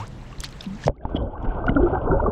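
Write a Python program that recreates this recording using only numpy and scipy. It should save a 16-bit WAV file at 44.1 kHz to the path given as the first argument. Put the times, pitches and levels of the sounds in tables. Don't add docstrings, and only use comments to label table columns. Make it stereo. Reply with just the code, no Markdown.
import sys
import numpy as np
from scipy import signal
from scipy.fft import rfft, irfft
from scipy.io import wavfile

SR = 44100
rng = np.random.default_rng(int(sys.argv[2]) if len(sys.argv) > 2 else 0)


def transcribe(signal):
    frames = np.atleast_2d(signal).T
    limited = np.clip(frames, -1, 1)
    pcm = np.round(limited * 32767).astype(np.int16)
    wavfile.write(sys.argv[1], SR, pcm)


def volts_from_db(level):
    exponent = np.asarray(level, float) / 20
    return 10 ** exponent


N = 101959
TIME_S = np.arange(N) / SR
RIGHT_SHUT_S = .883
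GRAINS_PER_S = 9000
OPPOSITE = np.array([[1], [-1]])


def rms_one(x):
    return x / np.sqrt(np.mean(x ** 2) + 1e-20)


def in_time(rows):
    s, *columns = np.transpose(rows)
    return [np.interp(TIME_S, s, c) for c in columns]


def at_hz(points, hz):
    point_hz, value = np.transpose(points)
    return np.interp(np.log(hz), np.log(point_hz), value)


def filtered(x, order, hz, kind="low"):
    return signal.sosfilt(signal.butter(order, hz, kind, fs=SR, output="sos"), x)


def sides(pan_db):
    left = volts_from_db(np.asarray(pan_db) / 2)
    return 2 * np.array([left, 1 / left]) / (left + 1 / left)


def drift(rate):
    every = 40
    r = np.exp(-2 * np.pi * rate * every / SR)
    white = rng.standard_normal(N // every + 2002)
    slow = signal.lfilter([1], [1, -2 * r, r * r], white)[2000:]
    return np.interp(np.arange(N) / every, np.arange(len(slow)), rms_one(slow))


def bands(spectrum, patchy_db, rate):
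    hz = np.fft.rfftfreq(N, 1 / SR) + 1
    together = drift(rate / 2)
    white = rfft(rng.standard_normal((2, N))) * volts_from_db(at_hz(spectrum, hz))
    for k in range(30):
        place = 3 * np.log2(hz / 20) - k
        part = irfft(white * np.clip(1 - np.abs(place), 0, 1), N)
        depth_db = patchy_db * min(.3 + k / 16, 1)
        yield 20 * 2 ** (k / 3), part * volts_from_db(depth_db * (.45 * together + drift(rate)))


def grains(spread_db, shape):
    level = volts_from_db(spread_db * rng.exponential(1, N))
    return level * rng.standard_normal(shape) * (rng.random(N) < GRAINS_PER_S / SR)


def add(out, s, wave):
    i = max(int(s * SR), 0)
    out[..., i:i + wave.shape[-1]] += wave[..., :N - i]


def pops(rows, rise, swell_cycles, puff_db, puff_t60):
    out, t = np.zeros((2, N)), np.arange(SR // 8) / SR
    for s, db, hz, t60, pan_db in rows:
        climb = 1 + rise * np.minimum(t / t60, 1)
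        ring = np.sin(2 * np.pi * hz * t * climb) * volts_from_db(-60 * t / t60)
        edges = np.clip([hz * 0.52, hz * 1.15], 10, .45 * SR)
        puff = rms_one(filtered(rng.standard_normal(len(t)), 2, edges, "band"))
        soft = np.sin(np.pi / 2 * np.minimum(t * hz / swell_cycles, 1)) ** 2
        wave = soft * (ring + puff * volts_from_db(puff_db - 60 * t / puff_t60))
        add(out, s, volts_from_db(db + 3) * sides(pan_db)[:, None] * wave)
    return out


def airy(spectrum, patchy_db, rate):
    # frequency in Hz, left-right likeness from 0 to 1.
    likeness = [(60, 0.12), (210, 0.99), (720, 0.79), (2500, 0.31), (8650, 0.19)]
    out = 0
    for hz, (mid, side) in bands(spectrum, patchy_db, rate):
        alike = np.clip(at_hz(likeness, hz), 0, 1)
        out = out + np.sqrt(1 + alike) * mid + np.sqrt(1 - alike) * side * OPPOSITE
    return rms_one(out)


def lapping():
    # time in seconds, level in dB, left-right difference in dB.
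    bustle = [
        (0, -40, -1),
        (.1, -51, 1),
        (.4, -47.5, -0.5),
        (.74, -47.5, 2),
        (.87, -44, -9.5),
    ]
    # frequency in Hz, density in dB per Hz.
    lap_spectrum = [(200, -18), (900, -9.5), (1550, -14), (2800, -18), (7900, -29), (8800, -39),
                    (15000, -49)]
    level_db, pan_db = in_time(bustle)
    return volts_from_db(level_db + 0.5) * sides(pan_db) * airy(lap_spectrum, patchy_db=2, rate=31)


def wind():
    # frequency in Hz, density in dB per Hz.
    wind_spectrum = [(15, -32.5), (25, 0.5), (102, -13.5), (134, -6), (158, -13), (500, -28), (650, -30.5),
                     (1100, -120)]
    level_db, pan_db = -37, 1
    return volts_from_db(level_db) * sides(pan_db)[:, None] * airy(wind_spectrum, patchy_db=2.0, rate=4.0)


def glugs():
    # start in seconds, peak in dB, start pitch in Hz, end pitch in Hz, length in seconds.
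    pockets = [(0, -32, 838, 1800, .055), (0, -28.5, 91, 108, 0.065), (0.327, -39, 1145, 1170, .015),
               (0.392, -23, 49.3, 55.9, 0.026), (0.664, -23.5, 210, 170, 0.055),
               (0.705, -27, 185, 220, 0.075), (.94, -57, 1100, 1620, .035), (1.21, -30, 535.6, 584, 0.11),
               (1.47, -15, 28.8, 31.2, .055), (1.695, -25, 255, 360, 0.06), (1.76, -13.5, 275, 350, 0.055),
               (1.797, -17, 335, 355, .045), (1.829, -11, 353, 345, 0.062), (1.925, -25, 740, 770, .08),
               (1.928, -20, 354, 349, 0.05), (2.07, -21, 452.7, 470, 0.06), (2.095, -18, 170, 165, 0.065),
               (2.115, -25, 940, 850, .06), (2.122, -16.5, 393, 460, 0.045), (2.13, -20, 540, 655, 0.085),
               (2.216, -23, 417, 425, 0.07), (2.222, -23, 570, 600, 0.06)]
    attack, wobble_db = 0.048, -0.5
    out, waver = np.zeros(N), .075 * drift(50)
    for s, db, start_hz, end_hz, length in pockets:
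        u = np.linspace(0, 1, int(length * SR))
        unsteady = np.roll(waver, -int(s * SR))[:len(u)]
        hz = start_hz * (end_hz / start_hz) ** (.6 * u + .4 * u ** 4)
        hz = hz + min(start_hz, 300) * unsteady
        swell = np.minimum(u / attack, 1) * (1 - u ** 1.36)
        add(out, s, volts_from_db(db) * swell * np.sin(2 * np.pi * np.cumsum(hz) / SR))
    return out * volts_from_db(wobble_db * drift(43))


def droplets():
    # start in seconds, peak in dB, pitch in Hz, left-right difference in dB.
    drops = [(0.0203, -37.5, 2680, 13), (0.213, -42, 3830, -1.5), (0.2653, -43, 2800, -1),
             (0.3262, -37, 2620, -1), (0.609, -25, 4960, -5), (0.646, -39, 2620, 0),
             (0.851, -26.5, 5730, -19), (0.384, -33, 3900, -2.0), (0.404, -17, 7060, -3),
             (0.411, -32.5, 3170, 9), (0.4368, -22, 3230, -3.5), (0.4428, -15.5, 4160, -6.5),
             (0.4456, -24.5, 3470, 24.5), (0.4594, -36, 3800, -7), (0.525, -34, 4030, -0.5),
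             (0.607, -21.5, 3460, 10), (0.639, -33, 2640, 5), (0.658, -32.5, 3640, 8),
             (0.838, -24.5, 1685, -10), (0.8652, -20, 5360, -18)]
    cycles = 43.4
    rows = [(s, db, hz, cycles / hz, pan_db) for s, db, hz, pan_db in drops]
    return pops(rows, rise=.12, swell_cycles=6.3, puff_db=-9, puff_t60=.012)


def snaps(rows):
    t60_s, dull_hz = 0.0064, 5000
    out, t = np.zeros((2, N)), np.arange(SR // 40) / SR
    for s, db, low_hz, high_hz, pan_db in rows:
        mid, side = rng.standard_normal((2, len(t))) * volts_from_db(-60 * t / t60_s)
        edges = np.clip([low_hz, high_hz], 10, .45 * SR)
        burst = filtered(mid + 0.26 * side * OPPOSITE, 3, edges, "band")
        burst = filtered(burst, 1, dull_hz)
        add(out, s, volts_from_db(db) * sides(pan_db)[:, None] * burst / np.abs(burst).max())
    return out


def spray():
    # middle in seconds, level in dB, width in seconds, pitch in Hz, left-right difference in dB.
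    bursts = [
        (0.448, -31, 0.019, 4860, -1.5),
        (.635, -50, 0.03, 3800, -1),
        (0.858, -41, 0.035, 5370, -14.5),
    ]
    out = 0
    for s, db, width, hz, pan_db in bursts:
        fine = grains(3.8, (2, N))
        shared = fine + 0.05 * fine[::-1] + 1e-18
        hissing = rms_one(filtered(shared, 3, [hz * .45, hz * 1.3], "band"))
        out = out + volts_from_db(db) * sides(pan_db)[:, None] * hissing * np.exp(-((TIME_S - s) / width) ** 2)
    return out


def surface():
    # start in seconds, peak in dB, low edge in Hz, high edge in Hz, left-right difference in dB.
    films = [(.07, -37, 4410, 6930, -5), (.079, -38.5, 4570, 12100, 0), (.4035, -25, 5640, 15200, -5.5),
             (.4125, -38, 6970, 15500, -4), (.4374, -20, 916, 11000, 1), (.4444, -23.5, 1200, 11920, -2),
             (.4888, -34.5, 2800, 8850, -4.5), (.5085, -42, 3500, 14900, 0),
             (.5257, -40.5, 2510, 13170, -2), (.594, -44, 3000, 7000, 1), (.626, -38.5, 3500, 12000, 0.5),
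             (.64, -40, 5950, 12900, 0), (.682, -47, 6000, 12700, 2.5), (.751, -42, 4000, 8000, -1.5)]
    port_hz, left_shut_s, closing_s = 8300, .879, 0.0014
    splash = filtered(spray() + droplets(), 2, port_hz)
    air = lapping() + wind() + splash + snaps(films)
    return air * np.clip(([[left_shut_s], [RIGHT_SHUT_S]] - TIME_S) / closing_s, 0, 1)


def slaps():
    # start in seconds, peak in dB, pitch in Hz, 60 dB decay in seconds, left-right difference in dB.
    blows = [(.858, -14.5, 134.4, 0.13, -57), (.869, -17, 527, 0.023, -37), (.8795, 1, 544, 0.011, -52),
             (.8965, -20, 563, 0.043, -71), (1.0515, 5.5, 82.5, 0.011, 31), (1.052, -20.5, 869, 0.031, 9.5),
             (1.052, -20, 213, 0.024, -12), (.895, -17.5, 311, 0.018, -61), (1.146, -10, 277, 0.028, -11),
             (1.146, -11.5, 88, 0.041, -4), (1.2, -12, 58, 0.043, 9), (1.692, -6.5, 150, 0.027, -1)]
    return pops(blows, rise=0.027, swell_cycles=0.61, puff_db=-17.0, puff_t60=0.025)


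def bubbles():
    per_s, cycles, low_hz, high_hz, muffle_hz = 160, 31, 254.2, 1500, 1800
    sizes = volts_from_db(3.4 * np.minimum(rng.exponential(1, N), 4)) * rng.choice([-1, 1], N)
    born = rng.random(N) < per_s * volts_from_db(4.0 * drift(8)) / SR
    dealt = rng.integers(0, 24, N)
    out = 0
    for k, hz in enumerate(np.geomspace(low_hz, high_hz, 24)):
        r, w = volts_from_db(-60 * hz / cycles / SR), 2 * np.pi * hz / SR
        births = sizes * born * (dealt == k) + 1e-18
        ring = signal.lfilter([np.sin(w)], [1, -2 * r * np.cos(w), r * r], births)
        out = out + ring * (300 / hz) ** 0.077
    membrane = signal.cheby2(8, 50, muffle_hz, fs=SR, output="sos")
    return rms_one(signal.sosfilt(membrane, out))


def flow():
    # time in seconds, level in dB, left-right difference in dB, brightness in dB.
    stream = [(.89, -26.5, -65, -26), (.94, -52, -50, -18), (1.04, -44.5, -23, -4), (1.06, -34, -7.5, -1.5),
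              (1.15, -29.5, -1.5, -4.5), (1.27, -29.5, -3.5, -9.5), (1.36, -41.5, 0.5, 8),
              (1.43, -33.5, 2, -1.5), (1.62, -28.5, 1.5, 1.5), (1.7, -24.5, 1, -1.5),
              (1.85, -24.5, 0.5, -4.5), (1.95, -25.5, 0.5, 6), (2.0, -28, -0.5, 0), (2.12, -22, 0, -1.5),
              (2.31, -28.5, 0, 3)]
    # time in seconds, unlikeness of the ports in dB.
    apart = [(1, 0.5), (1.3, -4), (1.5, -17), (2.31, -47)]
    # frequency in Hz, density in dB per Hz.
    rumble = [(25, 2.5), (60, 2.5), (200, -12), (750, -13.5), (1200, -25.5), (1550, -23.5), (1780, -68),
              (7000, -112)]
    bubble_db, dull_hz = -11.5, 694
    level_db, pan_db, bright_db = in_time(stream)
    apart_db, = in_time(apart)
    mid, side = rms_one(sum(part for hz, part in bands(rumble, patchy_db=4.0, rate=20.0)))
    mid = mid + volts_from_db(bubble_db) * bubbles()
    low = signal.sosfiltfilt(signal.butter(3, dull_hz, fs=SR, output="sos"), [mid, side])
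    mid, side = low + volts_from_db(bright_db) * ([mid, side] - low)
    sunk = np.clip((TIME_S - RIGHT_SHUT_S) / 0.0059, 0, 1)
    return sunk * volts_from_db(level_db + 3) * sides(pan_db) * (mid + volts_from_db(apart_db) * side * OPPOSITE)


def sunk_snaps():
    # start in seconds, peak in dB, low edge in Hz, high edge in Hz.
    sunk_films = [
        (0.9645, -60, 3000, 5000),
        (1.0825, -59, 2400, 3500),
        (1.0987, -53, 1800, 6500),
        (1.2251, -48, 1800, 3500),
        (1.4272, -50.5, 2000, 7200),
        (1.6657, -42, 1500, 5000),
        (1.9494, -43, 1900, 3200),
        (2.0149, -44.5, 2200, 3300),
        (2.213, -54.5, 2000, 4500),
    ]
    return snaps([(*row, 0) for row in sunk_films])


def knocks():
    # start in seconds, peak in dB, pitch in Hz.
    hits = [(0.98, -42, 2120), (1.009, -40, 1600), (1.1, -42, 800), (1.331, -24, 832), (1.352, -26, 1090),
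            (1.365, -26, 828), (1.376, -31, 1500), (1.449, -30.5, 1500), (1.665, -15.5, 696),
            (1.68, -6, 1403), (1.691, -16.5, 2050), (1.758, -13, 600), (1.764, -8, 1367),
            (1.787, -15.5, 564), (1.868, -16.5, 1310), (1.952, -20, 1500), (1.976, -21.5, 1418),
            (1.965, -16.5, 815), (2.083, -14, 705), (2.111, -12, 1340), (2.194, -13, 924),
            (2.2, -17.5, 1380), (2.222, -22, 608), (2.26, -9, 1120), (2.263, -16, 832)]
    cycles = 36.5
    rows = [(s, db, hz, cycles / hz, 0) for s, db, hz in hits]
    return filtered(pops(rows, rise=0.04, swell_cycles=6.64, puff_db=-15.0, puff_t60=0.012), 3, 1900)


def fizz():
    # time in seconds, level in dB.
    crackle = [(1.0, -81), (1.08, -68.5), (1.15, -69), (1.165, -44.5), (1.184, -72), (1.3, -69.5),
               (1.36, -73), (1.45, -59), (1.79, -66.5), (1.9, -59.5), (2.31, -75)]
    mesh_hz, mesh_width_hz, mesh_db = 3170, 260, 13
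    mesh_opens_s, mesh_floods_s, fade_db_per_s = 1.148, 1.175, 90
    level_db, = in_time(crackle)
    fine = grains(2.5, N)
    broad = filtered(fine, 6, [1750, 3400], "band")
    top = filtered(fine, 4, [3400, 5200], "band")
    broad = broad + volts_from_db(-22 + 2 * drift(30)) * top
    edges = [mesh_hz - mesh_width_hz / 2, mesh_hz + mesh_width_hz / 2]
    peak = rms_one(filtered(fine, 2, edges, "band"))
    peak_db = mesh_db - fade_db_per_s * np.clip(TIME_S - mesh_floods_s, 0, .5)
    both = rms_one(broad) + volts_from_db(peak_db) * (TIME_S > mesh_opens_s) * peak
    sunk = TIME_S > RIGHT_SHUT_S
    return sunk * volts_from_db(level_db + 3.3 * drift(25)) * rms_one(both)


def ticks():
    # start in seconds, peak in dB, pitch in Hz.
    mesh_bubbles = [
        (1.037, -57.5, 3400),
        (1.055, -60, 2785),
        (1.377, -57.5, 2780),
        (1.427, -52, 3290),
        (1.666, -36, 2840),
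        (1.692, -30, 2910),
        (1.749, -46.5, 3130),
        (1.83, -45.5, 3160),
    ]
    cycles = 66
    rows = [(s, db, hz, cycles / hz, 0) for s, db, hz in mesh_bubbles]
    return filtered(pops(rows, rise=.02, swell_cycles=4.0, puff_db=0.0, puff_t60=.012), 10, 3600)


def underwater():
    return slaps() + flow() + sunk_snaps() + knocks() + fizz() + ticks()


def scene():
    lag_s, lag_ends_s, lag_below_hz, hiss_db = 2 / SR, 1.4, 3800, -100
    hiss = signal.lfilter([.3], [1, -.7], rng.standard_normal((2, N)))
    left, right = surface() + glugs() + underwater()
    lag = lag_s * np.clip((lag_ends_s - TIME_S) * SR / 400, 0, 1).round()
    late = np.interp(TIME_S - lag, TIME_S, left)
    lows = signal.butter(2, lag_below_hz, fs=SR, output="sos")
    left = left + signal.sosfiltfilt(lows, late - left)
    return np.array([left, right]) + volts_from_db(hiss_db) * hiss


def roll_off(x):
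    return signal.sosfilt(signal.butter(12, 15800, fs=SR, output="sos"), x)


def record(dry):
    return roll_off(np.clip(dry, -1, 1))


dry = scene()
out = record(dry)
transcribe(out)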